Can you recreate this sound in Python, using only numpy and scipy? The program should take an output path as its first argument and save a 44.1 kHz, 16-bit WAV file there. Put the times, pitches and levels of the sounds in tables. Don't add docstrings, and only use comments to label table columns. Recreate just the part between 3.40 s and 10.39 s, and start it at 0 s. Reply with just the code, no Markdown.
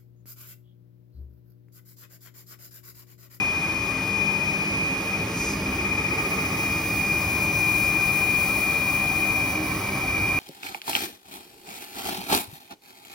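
import sys
import numpy as np
from scipy import signal
from scipy.fft import next_fast_len
from scipy.io import wavfile
from scipy.ndimage import uniform_filter1d

SR = 44100
rng = np.random.default_rng(int(sys.argv[2]) if len(sys.argv) > 2 else 0)


def put_to_file(sound):
    columns = np.atleast_2d(sound).T
    safe = np.clip(columns, -1, 1)
    whole_steps = np.round(safe * 32767)
    wavfile.write(sys.argv[1], SR, whole_steps.astype(np.int16))


N = 308259
FRAME, HOP = 4096, 1024
TIME = np.arange(N) / SR
FRAME_TIME = np.arange(N // HOP + 5) * HOP / SR
BIN_HZ = np.fft.rfftfreq(FRAME, 1 / SR)
# t/s, blend (0 far colour, 1 near colour)
NEARNESS = [(0, 0.55), (2.6, 0.05), (3.4, 0.24), (4.1, 1), (7, 1)]


def blower_whine(jitter_hz=0.22, throb_hz=(15.5, 15), throb_drift_hz=0.77, hand_shake=0.08):
    # t/s, left level/dB, right level/dB
    tone_levels = [(0, -22, -28), (.27, -26, -31.5), (.5, -24.5, -40), (.63, -26, -35), (.83, -19.8, -38),
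                   (1.0, -23.5, -34.5), (1.12, -23, -34), (1.35, -28.5, -26.8), (1.52, -29, -26),
                   (1.6, -38, -28), (1.75, -26, -33), (1.92, -38.5, -39), (2.05, -41, -32.5),
                   (2.25, -42.3, -33), (2.5, -32, -38), (2.62, -30.5, -36), (2.82, -32.1, -28.8),
                   (3.13, -34, -31.5), (3.22, -26.5, -28.5), (3.31, -25, -29), (3.43, -31.4, -31.5),
                   (3.6, -27.5, -25.3), (3.73, -23, -27), (3.88, -25, -34), (4.05, -24, -30.8),
                   (4.22, -20.8, -28.8), (4.98, -20.6, -30), (5.1, -23, -31.5), (5.3, -22.5, -29.3),
                   (5.65, -23, -29.8), (5.88, -21.6, -30), (6.04, -24.5, -30), (6.22, -39, -34),
                   (6.32, -38, -32), (6.44, -44.5, -40), (6.6, -32.5, -35.7), (6.85, -26.3, -26),
                   (6.99, -26, -23.5)]
    # t/s, left phase lead/rad
    bearing = [(0, 2.1), (.47, 1.4), (.55, 0.4), (.77, 1.1), (.84, 2.5), (1, 1.5), (1.15, 4), (1.65, 1.7),
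               (1.92, 2.3), (2.05, 1), (2.4, 3), (3.1, 2.5), (3.4, 0.5), (3.6, 0.4), (3.77, 0.7),
               (3.92, -0.9), (4.3, 0.36), (5.4, 0.67), (5.9, 1.1), (6.6, 1.9), (6.99, 0.6)]
    # t/s, blade tone f/Hz
    pitch = [(0, 2447.5), (.45, 2447), (1, 2451), (1.4, 2445), (1.8, 2447), (2.2, 2445.5), (2.4, 2441.5),
             (2.8, 2438), (3.1, 2439), (3.55, 2433.5), (4.9, 2433.3), (5.3, 2430.3), (5.8, 2433),
             (6.2, 2419), (6.6, 2414), (6.99, 2418.5)]
    # t/s, lower level/dB, upper level/dB
    sideband_levels = [(0, -46, -42), (.25, -36, -39), (.55, -49, -50), (.85, -38, -33), (.96, -41, -41),
                       (1.06, -34.5, -35), (1.3, -42, -45), (1.55, -43, -47), (1.8, -30.5, -46),
                       (1.9, -36, -43), (2.05, -31.5, -37), (2.22, -39, -37), (2.45, -29, -36),
                       (2.67, -26, -33.5), (3, -31, -37), (3.3, -44, -50), (3.55, -42, -47),
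                       (3.7, -35, -35), (3.85, -45, -44), (4, -38, -38), (4.3, -45, -40), (5.7, -39, -40.5),
                       (6.3, -45, -43), (6.7, -42, -36), (6.99, -40, -40)]
    # t/s, level/dB
    octave_levels = [(0, -72), (1.0, -64), (1.3, -50), (1.85, -67), (2.1, -50), (2.5, -62), (2.8, -51),
                     (3.2, -59), (3.5, -52), (4.4, -65), (5.9, -72), (6.5, -57), (6.99, -65)]
    left_db, right_db = follow(tone_levels, TIME)
    lead = follow(bearing, TIME)[0]
    blades = spin(follow(pitch, TIME)[0] + jitter_hz * flutter(6.9).real)
    tone = np.array([gain_of(left_db), gain_of(right_db) * np.exp(-1j * lead)])
    tone *= 1 + hand_shake * flutter(5)
    throb = spin(by_nearness(*throb_hz) + throb_drift_hz * flutter(7.9).real)
    skew = np.exp(1j * (0.3 + 0.7 * flutter(0.37).real))
    lower_db, upper_db = follow(sideband_levels, TIME)
    lower = fading(lower_db) / throb
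    upper = fading(upper_db) * throb * skew
    right = lower * gain_of(by_nearness(-5, 1)) + upper * gain_of(-13)
    sidebands = np.array([lower + upper, right * np.exp(-1j * (lead - 1.17))])
    octave = fading(follow(octave_levels, TIME)[0]) * blades ** 2
    around_blades = tone + sidebands + shaft_rattle() + whistle()
    return np.sqrt(2) * (blades * around_blades + octave).real


def shaft_rattle(shaft_hz=48.5, wander_hz=6):
    lines = [(-1, -48, -50, 3.5), (1, -50, -48, -10)]
    shaft = spin(shaft_hz + wander_hz * flutter(5.86).real)
    rattle = 0
    for order, far_db, near_db, right_db in lines:
        line = fading(by_nearness(far_db, near_db)) * shaft ** round(order)
        rattle += np.outer([1, gain_of(right_db)], line)
    return rattle


def whistle(right_db=0.5, lead_rad=0.99, coherence=0.89):
    # t/s, level/dB
    hoarseness = [(0, -44), (1.3, -39.5), (3.1, -39.5), (3.25, -36), (4.3, -34), (5.2, -35), (5.82, -35.5),
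                  (6.05, -32), (6.99, -32.5)]
    direct, echo = turbulence(), turbulence()
    right = coherence * direct + np.sqrt(1 - coherence ** 2) * echo
    right *= gain_of(right_db) * np.exp(-1j * lead_rad)
    return gain_of(follow(hoarseness, TIME)[0]) * np.array([direct, right])


def turbulence():
    bands = [(-89, 16, -7, 12), (-51, 20, 4, 10.5), (-66, 67, 0, 10), (-120, 160, 6.5, -10), (46, 26, 3, 3),
             (10, 110, 8, 7)]
    gains = [gain_of(by_nearness(far_db, near_db)) for _, _, far_db, near_db in bands]
    swirls = [flutter(width / 2) * spin(offset) for offset, width, _, _ in bands]
    return sum(gain * swirl for gain, swirl in zip(gains, swirls)) / np.linalg.norm(gains, axis=0)


def drone(gain_db=0.5, ripple_db=1.46, air_db=(0.8, -0.2), echo_db=(2.0, 0.7)):
    # f/Hz, density/(dB per Hz)
    rush = [(20, -81), (32, -85), (46, -63), (100, -59.5), (170, -64), (230, -70), (400, -69), (500, -74),
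            (700, -71.5), (1250, -72.5), (1420, -75), (2200, -74), (2900, -79.5), (4200, -102)]
    # t/s, rumble lift/dB, body lift/dB
    low_end = [(0, 0.5, -2), (1.2, -3, 1), (2.0, 4.5, 1), (3.2, 0.5, 2), (3.7, 5.5, 1.5), (5.3, 0, 0.5),
               (6.99, 4, 0.5)]
    # f/Hz, width/Hz, far lift/dB, near lift/dB
    panels = [(105, 13, 4, 4.5), (128, 10, -12, -1), (170, 29, 7.5, 7), (199, 12, 12, 8), (228, 25, -2, 4),
              (262, 18, 14, 13), (312, 28, 13, 16), (355, 20, 6, 4), (372, 12, 2, 5), (393, 14, 9, 12),
              (440, 30, 6, 4), (456, 14, 7, 6), (545, 28, 7, 9), (574, 22, 4, 9.5), (622, 30, 6, 10),
              (700, 26, 0, 10), (770, 42, 2, 10), (850, 18, 1, 8), (891, 18, 6, 9), (924, 14, 3, 9),
              (982, 18, -1, 6), (1009, 16, 2, 7.5), (1053, 28, 3, 10.5), (1104, 20, 6, 10),
              (1128, 14, 5, 6), (1159, 20, 2, 8.5), (1208, 30, 5, 11), (1268, 22, 7, 3),
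              (1299, 26, -2, 12.5), (1400, 26, 2, 5), (1570, 60, -2, 4.5), (1935, 60, 3, 5),
              (2020, 50, 1, 5), (2176, 36, 4, 9), (2260, 80, 5, 6)]
    t = FRAME_TIME[:, None]
    rumble_db, body_db = follow(low_end, t)
    deep = 1 / (1 + (BIN_HZ / 135) ** 4)
    low = 1 / (1 + (BIN_HZ / 480) ** 4)
    panels_db = sum(np.outer((far, near), bump(BIN_HZ, hz, width)) for hz, width, far, near in panels)
    density_db = spectrum(rush)[0] + deep * rumble_db + (low - deep) * body_db
    density_db += by_nearness(*panels_db, t) + band_swells(t)
    density_db += (1 - low) * (by_nearness(*air_db, t) + by_nearness(*echo_db, t) * wall_echoes(t))
    return gain_of(gain_db) * room_noise(density_db, ripple_db * (1 - low))


def motor_hum(waver_hz=4, thin_hz=5911):
    # f/Hz, far level/dB, near level/dB, waver (0-1)
    motor_tones = [(68, -50, -57, .8), (112, -47, -50, .6), (136.3, -47, -46.5, .5), (155, -47, -50, .8),
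                   (199.4, -40, -43, .4), (262, -48, -49, .9), (275, -55, -55, .7), (353, -53, -57, .7),
                   (454, -58, -59, .8), (764, -64, -55.5, 1), (895, -54, -60, .8), (1104, -53, -52.5, .9),
                   (1211, -57, -52.5, .9), (1299, -66, -56, .9), (4208, -64, -68, .6), (6092, -64, -67, .6),
                   (6185, -65, -69, .6)]
    # t/s, level/dB
    thin_levels = [(0, -61), (1, -58), (2.4, -61), (3.2, -55), (3.7, -59), (4.25, -52), (4.8, -60),
                   (5.4, -62), (6, -57), (6.5, -58), (6.99, -54)]
    tones = 0
    for hz, far_db, near_db, waver in motor_tones:
        tone = gain_of(by_nearness(far_db, near_db)) * spin(hz)
        tones += tone * unit_rms(1 + waver * flutter(waver_hz))
    thin_tone = fading(follow(thin_levels, TIME)[0]) * spin(thin_hz)
    return np.sqrt(2) * (tones + thin_tone).real


def boom(peak_s=6.205, length_s=0.06, hz=311, level_db=-29.5):
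    return np.sqrt(2) * gain_of(level_db) * bump(TIME, peak_s, length_s) * spin(hz).real


def leak_hiss(leak_db=-2, sputter=0.45, step_db=2.82, bounce=0.125, comb_hz=620):
    # f/Hz, density/(dB per Hz)
    leak_spectrum = [(2000, -100), (3800, -76), (5500, -75), (7500, -72.5), (9500, -72), (11300, -69.3),
                     (12200, -73), (14000, -67.5), (15200, -61), (16000, -59.5)]
    # t/s, level/(steps of step_db at 11 kHz)
    leak_strength = [(0, -7), (2.65, -5.5), (3.0, -3), (4.5, -1.2), (5.8, -1.5), (6.0, -2.5), (6.99, -3)]
    # f/Hz, density/(dB per Hz)
    shop_spectrum = [(1500, -100), (3000, -77), (4200, -80), (5300, -77), (6300, -80.5), (7500, -81.5),
                     (9000, -83.5), (10500, -86.5), (12500, -94), (15500, -95)]
    t = FRAME_TIME[:, None]
    strength = follow(leak_strength, t)[0] + sputter * swell(rate_hz=9)
    reach_db = strength * step_db * (BIN_HZ / 11000) ** 0.067
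    comb = abs(1 + bounce * np.exp(2j * np.pi * BIN_HZ / comb_hz))
    leak = comb * gain_of(leak_db + spectrum(leak_spectrum)[0] + reach_db)
    shop = gain_of(spectrum(shop_spectrum)[0])
    return room_noise(10 * np.log10(shop ** 2 + leak ** 2) + band_swells(t))


def valve_puff(start_s=1.9, open_s=0.225, attack_s=0.11, t60_s=0.2):
    # f/Hz, density/(dB per Hz)
    puff_spectrum = [(2000, -95), (4300, -82), (5000, -73), (6100, -68.5), (7300, -74), (9000, -80.5),
                     (12500, -86), (15500, -88)]
    opening = np.clip((TIME - start_s) / attack_s, 0, 1)
    since_shut = np.maximum(TIME - start_s - open_s, 0)
    return opening * gain_of(-60 * since_shut / t60_s) * room_noise(spectrum(puff_spectrum)[0])


def band_swells(t):
    swells = [(0.6, 2.4, 895, 50, 3), (2.5, 1.2, 420, 140, 3), (2.87, 0.7, 800, 200, 4),
              (2.92, 0.8, 1210, 240, 5), (2.95, 0.7, 2130, 400, 5), (0.9, 2, 5250, 400, 1.8),
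              (3.4, 1.4, 5240, 400, 3.3), (3.5, 1.6, 6300, 1100, 1.8), (4.3, 3.5, 7350, 500, 2),
              (5, 2, 4080, 420, 2.4)]
    return sum(lift_db * bump(t, peak_s, length_s) * bump(BIN_HZ, hz, width)
               for peak_s, length_s, hz, width, lift_db in swells)


def wall_echoes(t, count=8, delay_range_s=(.004, .022), sound_m_per_s=343):
    # t/s, distance covered/m
    travel = [(0, 0), (1.4, .15), (3.7, 1.1), (4.3, 1.2), (6.99, 1.25)]
    travel_s = follow(travel, t)[0] / sound_m_per_s
    delays_s = rng.uniform(*delay_range_s, count)
    headings = rng.uniform(-1.015, 1, count)
    return unit_rms(sum(np.cos(2 * np.pi * BIN_HZ * (delay + heading * travel_s))
                        for delay, heading in zip(delays_s, headings)))


def room_noise(density_db, ripple_db=2.1):
    # f/Hz, left-right likeness (0-1), left phase lead/rad
    stereo_image = [(200, 1, 0), (350, .95, -.15), (750, .79, -.45), (1400, .75, -.25), (1900, .94, 0),
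                    (2550, .65, 1.2), (3200, .2, 1), (4400, .68, 1), (5200, .99, 0), (6200, .7, 1.4),
                    (7200, .998, 3.08), (8200, .998, 3.2), (9300, .67, 4.8), (10500, .99, 6.2),
                    (11800, .99, 6.3), (12600, .68, 7.6), (13700, .99, 9.4), (14800, .99, 9.5),
                    (15800, .7, 10.4)]
    draws = rng.standard_normal((4, len(FRAME_TIME), len(BIN_HZ)))
    left, unrelated = draws[::2] + 1j * draws[1::2]
    far, near = unit_rms(uniform_filter1d(rng.standard_normal((2, len(BIN_HZ))), size=2, axis=1))
    turn = np.pi / 2 * follow(NEARNESS, FRAME_TIME)[0][:, None]
    ripple = unit_rms(gain_of(ripple_db * (np.cos(turn) * far + np.sin(turn) * near)))
    likeness, lead = spectrum(stereo_image)
    right = (likeness * left + np.sqrt(1 - likeness ** 2) * unrelated) * np.exp(-1j * lead)
    frames = np.array([left, right]) * ripple * gain_of(density_db) * np.sqrt(1.5 * SR / FRAME)
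    _, noise = signal.istft(frames, nperseg=FRAME, noverlap=FRAME - HOP, time_axis=1, freq_axis=2)
    return noise[:, :N]


def by_nearness(far, near, t=TIME):
    return far + follow(NEARNESS, t)[0] * (near - far)


def fading(level_db, depth=0.35, rate_hz=4):
    return gain_of(level_db) * unit_rms(1 + depth * flutter(rate_hz))


def flutter(width_hz):
    size = next_fast_len(N // 16)
    hz = np.fft.fftfreq(size, N / SR / size)
    slow = np.fft.ifft(np.exp(2j * np.pi * rng.random(size)) / (1 + (hz / width_hz) ** 2))
    return unit_rms(np.interp(TIME, np.linspace(0, N / SR, size), slow))


def swell(rate_hz):
    return unit_rms(np.interp(FRAME_TIME, TIME, flutter(rate_hz).real))[:, None]


def spin(hz):
    return np.exp(2j * np.pi * (np.cumsum(hz * np.ones(N)) / SR + rng.random()))


def follow(rows, t):
    times, *columns = np.transpose(rows)
    return [np.interp(t, times, column) for column in columns]


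def spectrum(rows):
    hz, *columns = np.transpose(rows)
    return [np.interp(np.log(BIN_HZ + 1), np.log(hz), column) for column in columns]


def bump(x, centre, width):
    return np.exp(-2 * ((x - centre) / width) ** 2)


def gain_of(db):
    return 10 ** (np.asarray(db) / 20)


def unit_rms(x):
    return x / np.sqrt(np.mean(abs(x) ** 2) + 1e-20)


def scene():
    return blower_whine() + drone() + motor_hum() + boom() + leak_hiss() + valve_puff()


def record(dry, low_cut_hz=36, band_limit_hz=15750):
    low_cut = signal.butter(N=4, Wn=low_cut_hz, btype="high", fs=SR, output="sos")
    band_limit = signal.firwin(1023, band_limit_hz, window=("kaiser", 9), fs=SR)
    return signal.oaconvolve(signal.sosfilt(low_cut, dry), band_limit[None], "same")


dry = scene()
out = record(dry)
put_to_file(out)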